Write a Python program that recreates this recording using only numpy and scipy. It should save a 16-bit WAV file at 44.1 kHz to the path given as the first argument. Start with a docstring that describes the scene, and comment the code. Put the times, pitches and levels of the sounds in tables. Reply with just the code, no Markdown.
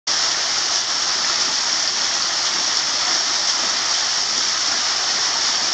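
"""A bright, steady spatter of water on rocks, pouring off the end of a wooden flume outdoors.
The sheet tears into lumps whose drops slap the stone; trapped air rings as bubbles in the runoff
and as low gulps in the pool. Behind it all the trough rumbles faintly.
Heard from a few metres away, on a small mono microphone with a bright resonance."""
import sys
import numpy as np
from scipy import signal
from scipy.fft import rfft, irfft
from scipy.io import wavfile
from scipy.ndimage import map_coordinates

SR = 44100
rng = np.random.default_rng(int(sys.argv[2]) if len(sys.argv) > 2 else 0)


def wav_record(signal):
    """Record a signal, one row per channel, as 16-bit PCM in the file named by sys.argv[1]."""
    frames = np.transpose(np.atleast_2d(signal))
    bounded = np.clip(frames, -1, 1)
    # unit amplitude maps onto the largest positive 16-bit level
    quanta = np.round(bounded * 32767).astype(np.int16)
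    wavfile.write(sys.argv[1], SR, quanta)


N = 252693
TIME = np.arange(N) / SR


# Tone of the spatter on the rocks below the flume: (frequency [Hz], relative level [dB])
SPATTER_SPECTRUM = [(150, -32), (700, -15.5), (2000, -4.5), (2700, -10), (3050, -3), (3500, -1.5),
                    (4000, -3), (4550, 2), (5000, 1.5), (6000, -0.5), (6850, -3.5), (7400, -12),
                    (8100, -21), (9000, -36)]

def spatter(lumps, volleys, impacts):
    """Drops crack on bare stone, tiny bubbles fizz and each volley throws up a puff of fine spray."""
    fizz = bubbles(lumps ** 2, per_s=1800, low_hz=2744, high_hz=7350, cycles=26.4, rise=0.059)
    spray = volleys * rng.standard_normal(N)
    return coloured(impacts + from_db(-5.5) * fizz + from_db(0.5) * spray, SPATTER_SPECTRUM)


def drops(flow, per_s, spread_db):
    """Drops strike the rocks: many small clicks and a few large ones; rms 1."""
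    sizes = from_db(spread_db * np.minimum(rng.exponential(1, N), 4))
    polarity = rng.choice([-1, 1], N)
    landing = rng.random(N) < per_s / SR
    return unit_rms(sizes * polarity * flow * landing)


# Tone of the water running off the rocks: (frequency [Hz], relative level [dB])
RUNOFF_SPECTRUM = [(200, -34), (480, -9), (570, -8), (650, -3.5), (820, -1), (1000, -2), (1300, 2.5),
                   (1580, -0.5), (1830, 3), (2250, -1), (2700, -5.5), (3600, -40), (6000, -48)]

def runoff(lumps, impacts):
    """The film of water on the rocks bubbles, washes softly and is slapped by the drops."""
    ringing = bubbles(lumps, per_s=2000, low_hz=519, high_hz=2910, cycles=15.5, rise=0.11, spread_db=0.5)
    wash = rng.standard_normal(N)
    return coloured(ringing + from_db(6) * impacts + from_db(1.5) * wash, RUNOFF_SPECTRUM)


def bubble(hz, cycles, rise):
    """Trapped air rings, fading 60 dB over `cycles`; its pitch climbs as it nears the surface."""
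    age = np.arange(int(cycles * SR / hz)) * hz / SR / cycles   # 0 to 1
    phase = 2 * np.pi * cycles * (age + rise * age ** 2 / 2)
    return from_db(-60 * age) * np.sin(phase)


def bubbles(flow, per_s, low_hz, high_hz, cycles, rise, spread_db=0):
    """Bubbles of all sizes, born more often when more water lands; rms 1."""
    out = np.zeros(N)
    chance = rng.random((int(per_s * N / SR), 4))
    births = np.interp(chance[:, 0], np.cumsum(flow) / np.sum(flow), TIME)
    for s, (_, pitch, strength, side) in zip(births, chance):
        hz = low_hz * (high_hz / low_hz) ** pitch
        height = np.sqrt(hz) * from_db(spread_db * min(-np.log(1 - strength), 4))
        add(out, s, np.sign(side - 0.5) * height * bubble(hz, cycles, rise))
    return unit_rms(out)


# Single fat drops on the rock: (time [s], relative level [dB], pitch [Hz])
FAT_DROPS = [(0.313, -11, 5430), (0.5859, -11.5, 5340), (0.7576, -4.5, 5070), (1.0781, -9, 5300),
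             (1.7271, -6, 5390), (1.8748, -3.5, 4830), (2.222, -3.5, 4550), (2.7702, -5.5, 5150),
             (4.3781, -4.5, 5620), (4.7208, -8.5, 5270), (5.467, -6.5, 4930)]

def slaps(cycles, spread_s, level_db):
    """A fat drop hits the wet stone with one short bright plink."""
    out = np.zeros(N)
    for s, db, hz in FAT_DROPS:
        plink = bubble(hz, cycles, rise=0)
        flattening = 1 - np.exp(-np.arange(len(plink)) / SR / spread_s)   # the drop spreads out
        add(out, s + 0.001, from_db(db + level_db) * plink * flattening)
    return out


# Single large bubbles among the rocks: (time [s], relative level [dB], pitch [Hz])
LARGE_BUBBLES = [(0.347, -13.5, 1880), (0.567, -13, 1380), (1.244, -14, 1740), (1.298, -13, 1250),
                 (2.079, -17.5, 1715), (2.201, -15, 1294), (2.448, -13.5, 1230), (3.634, -17.5, 642),
                 (4.028, -16.5, 1670), (5.306, -19.5, 1370), (5.356, -14.5, 890), (5.488, -14.5, 1160)]

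def plops(cycles, rise, level_db):
    """Now and then one bubble rings out above the runoff."""
    out = np.zeros(N)
    for s, db, hz in LARGE_BUBBLES:
        add(out, s, from_db(db + level_db) * bubble(hz, cycles, rise))
    return out


# Tone of the pool under the flume: (frequency [Hz], relative level [dB])
POOL_SPECTRUM = [(90, -22.5), (142, -13.5), (195, -2.5), (245, -1), (295, -1), (340, 1.5), (410, 1),
                 (480, -6.5), (600, -8.5), (900, -38.5)]

def pool(lumps):
    """The stream plunges into the pool: big air pockets gulp over a soft churning."""
    gulps = bubbles(lumps, per_s=420, low_hz=150, high_hz=615, cycles=13, rise=0.14)
    churn = rng.standard_normal(N)
    return coloured(gulps + from_db(2.5) * churn, POOL_SPECTRUM)


# How much water runs over the rocks: (time [s], relative level [dB])
ROCK_FLOW = [(0.1, -27.8), (0.4, -28), (0.85, -29), (1.33, -27.5), (1.88, -28.5), (2.1, -27.5),
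             (2.35, -28.5), (3.12, -27), (3.4, -29), (3.67, -27.3), (4.4, -29.0), (4.8, -27), (5.45, -28),
             (5.7, -29)]
# Heavy lumps plunging into the pool: (time [s], pool rise [dB])
POOL_PLUNGES = [(0.13, 3), (0.36, 6), (1.4, 3), (1.48, 5.5), (2.0, 3), (2.59, 6), (2.74, 2.5), (3.12, 7),
                (3.65, 4.5), (4.72, 3), (5.15, 5), (5.63, 6.5)]
# Heavy lumps bursting on bare stone: (time [s], spatter rise [dB])
STONE_BURSTS = [(0.09, 2), (0.225, 2.5), (0.755, 1), (1.42, 2), (1.875, 2.2), (2.46, 1.5), (2.77, 2),
                (3.14, 2), (3.495, 4.3), (3.955, 3), (4.5, 1.7), (5.475, 2)]
# The sheet tears open and less water lands: (time [s], runoff and spatter change [dB])
SHEET_LULLS = [(0.85, -2), (1.92, -2.5), (2.83, -0.6), (3.55, -0.8), (4.27, -1.5), (4.61, -1)]

def falling_sheet(sway_per_s):
    """The sheet sways between pool and stone, with lumps and lulls; the three layers' levels in dB."""
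    flow_db = np.interp(TIME, *np.transpose(ROCK_FLOW))
    swing = flow_db - flow_db.mean()
    plunges = swells(POOL_PLUNGES, attack_s=0.023, release_s=0.04)
    bursts = swells(STONE_BURSTS, attack_s=0.022, release_s=0.017)
    lulls = swells(SHEET_LULLS, attack_s=0.038, release_s=0.024)
    washover = 0.2 * plunges   # part of each plunge spills into the runoff
    pool_db = -44.5 + 0.63 * swing + plunges + 1.3 * lulls + 0.9 * drift(sway_per_s)
    runoff_db = -28.5 + 0.85 * swing + washover + lulls + 0.31 * drift(sway_per_s)
    spatter_db = -23.5 + bursts + lulls + 0.45 * drift(sway_per_s)
    return pool_db, runoff_db, spatter_db


# Ground, posts and house wall as heard at the microphone: (delay [s], level re direct sound [dB])
REFLECTIONS = [(.0031, -13.5), (0.0117, -13), (.0187, -16.5), (.033, -15.5)]

def yard(direct, wander_s):
    """A few early reflections; their paths shift as the water lands now here, now there."""
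    out = direct.copy()
    for delay_s, db in REFLECTIONS:
        delayed_index = (TIME - delay_s - wander_s * drift(9.07)) * SR
        out += from_db(db) * map_coordinates(direct, [delayed_index], order=3)
    return unit_rms(out) * np.std(direct)


# Tone of the flume itself, in the background: (frequency [Hz], relative level [dB])
TROUGH_SPECTRUM = [(20, -17.5), (45, -10), (70, -7.5), (92, 0), (114, 2), (140, -3), (200, -7.5), (400, -8),
                   (900, -31.5)]

def trough(level_db):
    """Water running down the wooden trough rumbles steadily."""
    return from_db(level_db) * coloured(rng.standard_normal(N), TROUGH_SPECTRUM)


def from_db(db):
    """Decibels to gain."""
    return 10 ** (np.asarray(db) / 20)


def unit_rms(x):
    """Scale to rms 1."""
    return x / np.sqrt(np.mean(x ** 2) + 1e-20)


def add(out, s, sound):
    """Mix a short sound in at time s."""
    at = int(np.clip(s * SR, 0, N - 1))
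    out[at:at + len(sound)] += sound[:N - at]


def swells(rows, attack_s, release_s):
    """Each row raises or lowers the level in a rounded swell; dB, sample by sample."""
    return sum(db * np.exp(-((TIME - s) / np.where(TIME < s, attack_s, release_s)) ** 2 / 2)
               for s, db in rows)


def drift(rate):
    """Smooth random wander of spread 1, about `rate` turns a second."""
    hop, settle = 40, 2000
    pole = np.exp(-2 * np.pi * rate * hop / SR)
    noise = rng.standard_normal(N // hop + settle + 2)
    slow = signal.lfilter([1], [1, -2 * pole, pole * pole], noise)[settle:]
    return np.interp(np.arange(N) / hop, np.arange(len(slow)), unit_rms(slow))


def coloured(x, spectrum, size=4096):
    """Causal (minimum-phase) filter with the given spectrum; rms 1."""
    hz, db = np.transpose(spectrum)
    half = size // 2
    grid_hz = np.maximum(np.arange(half + 1) * SR / size, 1)
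    gain = from_db(np.interp(np.log(grid_hz), np.log(hz), db))
    cepstrum = irfft(np.log(gain))[:half]
    cepstrum[1:] *= 2   # fold onto positive time
    response = irfft(np.exp(rfft(cepstrum, size)))
    return unit_rms(signal.fftconvolve(x, response[:half])[:N])


def scene():
    """Lumps of water land unevenly below the flume, bursting into quick volleys of drops."""
    pool_db, runoff_db, spatter_db = falling_sheet(sway_per_s=14)
    lumps = from_db(0.7 * drift(28))
    volleys = from_db(0.65 * drift(360))
    impacts = drops(lumps * volleys, per_s=11000, spread_db=2.5)
    water = from_db(pool_db) * pool(lumps)
    water += from_db(runoff_db) * runoff(lumps, impacts)
    water += from_db(spatter_db) * spatter(lumps, volleys, impacts)
    water += slaps(cycles=28, spread_s=0.00019, level_db=0.5)
    water += plops(cycles=41, rise=0.11, level_db=-5)
    rumble = trough(level_db=-51.5)
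    return np.tile(yard(water, wander_s=0.000403) + rumble, (2, 1))


def record(dry):
    """A small microphone a few metres off: its port rings, the sound fades in fast, the top is cut."""
    port_hz, width_hz, port_gain = 5486, 536, 1.33
    start_s, fade_s, cutoff_hz = 0.073, 0.0097, 9800
    pole = np.exp(-np.pi * width_hz / SR)
    feedback = [1, -2 * pole * np.cos(2 * np.pi * port_hz / SR), pole * pole]
    port = signal.lfilter(np.array([1, 0, -1]) * (1 - pole * pole) / 2, feedback, dry)
    fade_in = np.clip((TIME - start_s) / fade_s + 0.5, 0, 1)
    top_cut = signal.cheby2(16, 70, cutoff_hz, fs=SR, output="sos")
    return signal.sosfilt(top_cut, (dry + port_gain * port) * fade_in)


dry = scene()
out = record(dry)
wav_record(out)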